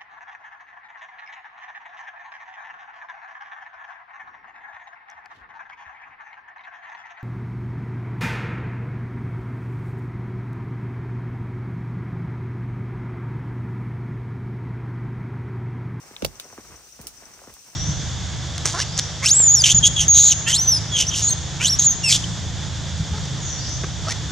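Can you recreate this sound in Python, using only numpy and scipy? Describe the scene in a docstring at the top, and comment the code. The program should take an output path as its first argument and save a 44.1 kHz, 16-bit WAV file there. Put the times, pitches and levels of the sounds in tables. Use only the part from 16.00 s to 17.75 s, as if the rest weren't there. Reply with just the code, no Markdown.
"""A plastic leash handle knocks up close and clips and harness buckles click, as two dogs are walked
along a wooded verge. Each knock is a low thud that rings the hollow shell; each click is a crack with
a rattle and a ring of metal. Feet and paws pat and scuff on the dirt. An insect ticks in the bushes
on the left, over a steady bed of far insects, hissing leaves and light wind."""
import sys
import numpy as np
from scipy import signal
from scipy.fft import rfft, irfft
from scipy.io import wavfile

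SR = 44100
rng = np.random.default_rng(int(sys.argv[2]) if len(sys.argv) > 2 else 0)


def wrap_up_sound(samples):
    """Save the sound to the file named by the first command line argument, as 16-bit audio."""
    columns = np.atleast_2d(samples).T
    # keep every value between -1 and 1, then stretch to whole-number steps
    tamed = np.clip(columns, -1, 1)
    steps = np.round(tamed * 32767).astype(np.int16)
    wavfile.write(sys.argv[1], SR, steps)


N = 77175
T = np.arange(N) / SR
HZ = np.maximum(np.fft.rfftfreq(N, 1 / SR), 1)
GROUND_LEAD_MS, INSECT_LEAD_MS = 0.088, 0.191  # both lie to the left, so that ear hears them first


def undb(db):
    """Decibels to gain."""
    return 10 ** (np.asarray(db) / 20)


def unit(x):
    """Scale to rms 1."""
    return x / np.sqrt(np.mean(x ** 2))


def hit(x):
    """Scale a short sound to the energy of rms 1 held for 3 ms."""
    return unit(x) * np.sqrt(0.003 * SR / N)


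def shape(x, gain):
    """Filter by a gain for each frequency."""
    return irfft(rfft(x) * gain, N)


def colour(points):
    """EQ curve through (frequency [Hz], level [dB]) points."""
    hz, db = np.array(points, float).T
    return undb(np.interp(np.log(HZ), np.log(hz), db))


def band(low_hz, high_hz, order=6):
    """Band-pass gain; a higher order gives steeper edges."""
    return 1 / np.sqrt((1 + (low_hz / HZ) ** order) * (1 + (HZ / high_hz) ** order))


def resonance(hz, q):
    """Response of one damped resonance."""
    return 1 / (1 + 1j * q * (HZ / hz - hz / HZ))


def noise(gain, alike=0):
    """Coloured stereo noise of rms 1; alike is the share common to both ears."""
    white = rng.standard_normal((3, N))
    return unit(shape(np.sqrt(1 - alike) * white[:2] + np.sqrt(alike) * white[2], gain))


def waver(rate_hz):
    """Random flutter of rms 1, mostly slower than rate_hz."""
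    return unit(shape(rng.standard_normal(N), np.exp(-(HZ / rate_hz) ** 2) * (HZ > 1)))


def fade(start, rise_s, decay_s):
    """Linear attack, then exponential decay."""
    age = np.maximum(T - start, 0)
    return np.minimum(age / rise_s, 1) * np.exp(-np.maximum(age - rise_s, 0) / decay_s)


def place(x, lead_ms, pan_db=0):
    """Delay the right ear and pan; positive is left."""
    left = np.full_like(HZ, undb(pan_db / 2))
    right = undb(-pan_db / 2) * np.exp(-2j * np.pi * HZ * lead_ms / 1000)
    return shape(x, np.array([left, right]))


def thud(start, low_hz, high_hz, lag_cycles, spread_rad, order=6):
    """A soft band-limited blow whose lows arrive later, so its pitch falls; steep edges sound hollow."""
    phase = -2 * np.pi * (HZ * start + lag_cycles * np.log(HZ))
    ear_phase = np.array([[0.5], [-0.5]]) * spread_rad
    return hit(irfft(band(low_hz, high_hz, order) * np.exp(1j * (phase + ear_phase)), N))


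def chime(start, modes):
    """Struck modes that die away."""
    return sum(undb(db) * np.sin(2 * np.pi * hz * (T - start)) * fade(start, 0.00066, t60 / np.log(1000))
               for hz, db, t60 in modes)


def leaves():
    """An even, wide hiss of leaves over a low, uneven rustle."""
    # EQ of the hiss and of the rustle (frequency [Hz], level [dB])
    hiss_eq = [(200, -43), (1500, -15), (2600, 4.5), (3500, 1.5), (4600, 4.5), (7500, 4.5), (10500, 0),
               (12500, -18.5), (14000, 4.5), (15400, 0), (16100, -21)]
    rustle_eq = [(30, 3.5), (100, 3.5), (300, 0), (700, 0.5), (1200, 0), (2200, -3), (3500, -19.5),
                 (8000, -44)]
    # swells of the rustle (time [s], level [dB])
    swells = [(0, -52), (.2, -53), (.45, -53), (.66, -56), (.8, -54.5), (.9, -60), (1.05, -55),
              (1.3, -53.5), (1.5, -57), (1.62, -61), (1.75, -55.5)]
    hiss = noise(colour(hiss_eq), alike=0.011) * undb(-53.5 + 0.5 * waver(31))
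    swell_db = np.interp(T, *np.array(swells).T)
    rustle = noise(colour(rustle_eq), alike=0.7) * undb(swell_db + 1.8 * waver(45))
    return hiss + place(rustle, GROUND_LEAD_MS)


def wind():
    """Light gusts rumble on the microphone."""
    # EQ of the rumble (frequency [Hz], level [dB])
    rumble_eq = [(20, -40), (33, -27), (53, 20), (80, -3), (130, 1), (300, -22), (1000, -76)]
    # rise and fall of the gusts (time [s], level [dB])
    gusts = [(0, -77), (.2, -62), (.3, -45), (.4, -66), (.75, -54), (.92, -68.5), (1.02, -51), (1.35, -69),
             (1.54, -58), (1.59, -95), (1.75, -73)]
    gust_db = np.interp(T, *np.array(gusts).T)
    return noise(colour(rumble_eq), alike=0.41) * undb(gust_db + 0.64 * waver(9.1))


def far_insects():
    """A distant chorus blurs into a high shimmer."""
    # EQ of the chorus (frequency [Hz], level [dB])
    chorus_eq = [(3500, -23), (4800, -11), (5400, -1.5), (5850, 2), (6300, -0.5), (7200, -12.5), (8400, -2),
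                 (9300, -15), (12000, -43)]
    chorus = noise(colour(chorus_eq), alike=0.28) * undb(-52.5 + 1.2 * waver(38))
    return place(chorus, INSECT_LEAD_MS, pan_db=2.0)


def near_insect():
    """One insect ticks on the left, each tick a short tone echoed by the bushes."""
    # insect ticks (time [s], level [dB])
    ticks = [(0.017, -51.5), (.355, -50), (0.444, -47), (0.489, -52.5), (0.524, -49.5), (0.609, -51),
             (0.672, -53.5), (0.759, -48), (0.843, -50), (0.923, -48.5), (1.173, -47.5), (1.255, -49),
             (1.337, -47), (1.5912, -48.5), (1.7, -50)]
    tick_hz, pitch_scatter, echo_db = 5880, 0.012, -5.5
    tones, echo_envelope = 0, 0
    for start, db in ticks:
        hz = tick_hz * (1 + pitch_scatter * rng.standard_normal())
        tones += undb(db) * hit(np.sin(2 * np.pi * hz * T) * fade(start, 0.0009, 0.0019))
        echo_envelope += undb(db + echo_db) * fade(start, 0.0023, 0.02)
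    echo = noise(resonance(tick_hz, q=11) ** 2) * echo_envelope
    return place(tones + echo, INSECT_LEAD_MS, pan_db=15.5)


def feet():
    """Feet and paws land in soft pats with a short crunch and settling dirt; soles drag in the grit."""
    # footfalls and paw pats (time [s], relative level [dB], low edge [Hz], high edge [Hz])
    steps = [(.037, -48, 343, 1196), (.11, -41.5, 130, 564), (.452, -40.5, 296, 630),
             (.462, -48.5, 610, 1160), (.502, -45, 544, 1470), (.5255, -46, 750, 1660),
             (.5275, -38, 400, 645), (.5777, -37, 603, 1490), (.582, -32.5, 200, 486),
             (.592, -42.5, 170, 383), (.65, -46, 453, 1420), (.70, -44.5, 110, 348), (.808, -50, 350, 1300),
             (.9906, -36.5, 129, 281), (.994, -32.5, 75, 149), (.9905, -43, 506, 1010),
             (1.039, -45, 230, 700), (1.058, -42.5, 109, 390), (1.222, -44, 350, 895),
             (1.234, -44, 450, 1730), (1.375, -48, 450, 960), (1.391, -45.5, 900, 1940),
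             (1.417, -41.5, 390, 940), (1.4385, -41.5, 440, 1170), (1.472, -45, 573, 1420),
             (1.4735, -37, 268, 510), (1.502, -46, 447, 1390), (1.511, -46, 49.7, 85),
             (1.566, -47.5, 615, 1640), (1.686, -49.5, 280, 900)]
    # soles scuffing (time [s], length [s], level [dB])
    scuffs = [(0.573, 0.028, -56), (0.686, 0.097, -49.5), (1.473, 0.036, -47)]
    # EQ of loose dirt (frequency [Hz], level [dB])
    dirt_eq = [(35, -14), (70, 13), (140, 7.5), (400, 2), (800, 1.5), (2000, -3.5), (4000, -14),
               (10000, -65)]
    pat_db, crunch_db, settle_db = -2.5, -4.5, -20
    pats, settle, drag = 0, 0, 0
    for start, db, low_hz, high_hz in steps:
        pat = thud(start, low_hz, high_hz, lag_cycles=1.4, spread_rad=0.17)
        burst = noise(1, alike=1) * fade(start, 0.0017, 0.012)
        crunch = undb(crunch_db) * hit(shape(burst, band(low_hz, high_hz)))
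        pats += undb(db + pat_db) * (pat + crunch)
        settle += undb(db + settle_db) * fade(start, 0.0054, 0.026)
    for start, length, db in scuffs:
        arch = 1 - (2 * (T - start) / length - 1) ** 2
        drag += undb(db) * np.sqrt(np.maximum(arch, 0))
    dirt = colour(dirt_eq)
    grains = noise(1, alike=0.86) * (rng.random(N) < 900 / SR)  # about 900 a second
    grit = unit(shape(grains, dirt))
    return place(pats + settle * noise(dirt, alike=0.99) + drag * grit, GROUND_LEAD_MS, pan_db=0.5)


def clips_and_buckles():
    """Each click is a crack, a short pitched ping, a dying rattle and the ring of the metal clip."""
    # leash and harness clicks (time [s], level [dB], ping pitch [Hz], ping [dB],
    # treble tilt [dB/octave], rattle [dB], left-ear lead [ms], pan [dB], metal ring [dB])
    clicks = [(0.1646, -42.5, 3660, 10.5, -10, -6, 0.083, 1, -6),
              (.2227, -31, 2230, -10, -7, -12.5, -0.055, 1.5, -8),
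              (.2403, -52.5, 3700, 6.5, -24, 6.5, 0.067, 2, -6),
              (.2472, -24.5, 4260, -1.5, 4, -15.5, -0.011, -3, -9),
              (0.2474, -25.5, 2740, -2.5, -7, -19.5, -.02, -11, -4),
              (0.2513, -24.5, 5570, -0.5, -7, -44, 0.1, -5, 8),
              (0.2583, -35, 3600, -7, 3, -21, 0.057, 4, 10), (.2632, -41, 4750, 2, 3, -25, 0.035, 11, 19),
              (0.3985, -30, 3830, -3.5, -1.5, -7.5, 0.072, 0.5, 9),
              (1.0136, -41.5, 4500, -7.5, 8, -3, -.016, 0, -9),
              (1.0696, -31, 5500, -3.5, 3.5, -4, 0.057, -1, -3),
              (1.5392, -42.5, 3400, -12, 9.5, -9, 0.026, -2.5, -6)]
    # EQ of the crack and rattle (frequency [Hz], level [dB])
    click_eq = [(300, -10.5), (1350, -0.5), (1750, -5), (2900, 3), (3700, 2), (4450, 3), (5400, 2.5),
                (6200, 5.5), (8000, 1), (10500, 1.5), (12500, -12), (14000, 1.5), (15300, -0.5),
                (16500, -25)]
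    # modes of the metal clip (frequency [Hz], relative level [dB], t60 [s])
    clip_modes = [(3382, -33, .11), (3740, -32, .08), (4635, -32, .08), (5390, -31, .08), (6210, -32, .09),
                  (6665, -28, .09), (6730, -30, .07)]
    treble_octaves = np.log2(np.maximum(HZ, 2500) / 5000)
    out = 0
    for start, db, hz, ping_db, tilt_db, rattle_db, lead_ms, pan_db, metal_db in clicks:
        body = colour(click_eq) * undb(tilt_db * treble_octaves)
        crack = hit(shape(noise(1, alike=0.49) * fade(start, 0.00033, 0.0011), body))
        impulse = np.exp(-2j * np.pi * HZ * start)
        ping = undb(ping_db) * hit(irfft(impulse * resonance(hz, q=6.35) ** 2, N))
        rattle = undb(rattle_db) * noise(body) * fade(start, 0.0019, 0.015)
        metal = undb(metal_db) * chime(start, clip_modes)
        out += undb(db) * place(crack + ping + rattle + metal, lead_ms, pan_db)
    return out


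def leash_handle():
    """Knocks ring the hollow plastic shell, reach the two ears out of step and leave a brief shudder."""
    # knocks of the handle (time [s], level [dB], low edge [Hz], high edge [Hz],
    # phase between the ears [rad], pan [dB], shell ring [dB])
    knocks = [(.2238, -23, 463, 537, 1.9, -3.5, -16), (0.226, -22, 172, 334, 1.28, -5.5, -38),
              (.236, -26.5, 99, 181, 1.8, -1, -30), (.248, -20.5, 420, 700, 0.83, -1, -3),
              (0.2488, -26.5, 60.3, 172, 3.5, -7, -20)]
    # tones struck by each knock: the low hollow of the shell and a bright row of shell tones above 2 kHz #
    # (frequency [Hz], relative level [dB], t60 [s])
    knock_modes = [(391, -17, 0.6), (516, 8.5, 0.037), (1280, -11, 0.012), (2190, 3, .02),
                   (2700, 6.5, 0.018), (3080, -2, 0.012), (3730, 2, 0.046), (4210, 3, 0.015),
                   (4530, 1.5, 0.041), (5340, 3.5, 0.015)]
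    # EQ of the shudder (frequency [Hz], level [dB])
    shudder_eq = [(30, -30), (60, 15), (200, 4.5), (550, -5), (900, -8), (2000, -54), (6000, -63)]
    out = 0
    for start, db, low_hz, high_hz, spread_rad, pan_db, shell_db in knocks:
        knock = thud(start, low_hz, high_hz, lag_cycles=1.197, spread_rad=spread_rad, order=14)
        shell = undb(shell_db) * hit(chime(start, knock_modes))
        shudder = undb(-13.5) * noise(colour(shudder_eq), alike=0.49) * fade(start, 0.0031, 0.028)
        out += undb(db) * place(knock + shell + shudder, lead_ms=0, pan_db=pan_db)
    return out


def scene():
    """The bed of the verge, with the walk in front of it."""
    bed = leaves() + wind() + far_insects()
    return bed + near_insect() + feet() + clips_and_buckles() + leash_handle()


def record(dry):
    """The recorder rolls off the deepest rumble and cuts the very top steeply."""
    low_cut_hz, top_hz = 55, 16400
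    lean = signal.sosfilt(signal.butter(2, low_cut_hz, "highpass", fs=SR, output="sos"), dry)
    return signal.sosfilt(signal.ellip(10, 0.2, 75, top_hz, fs=SR, output="sos"), lean)


dry = scene()
out = record(dry)
wrap_up_sound(out)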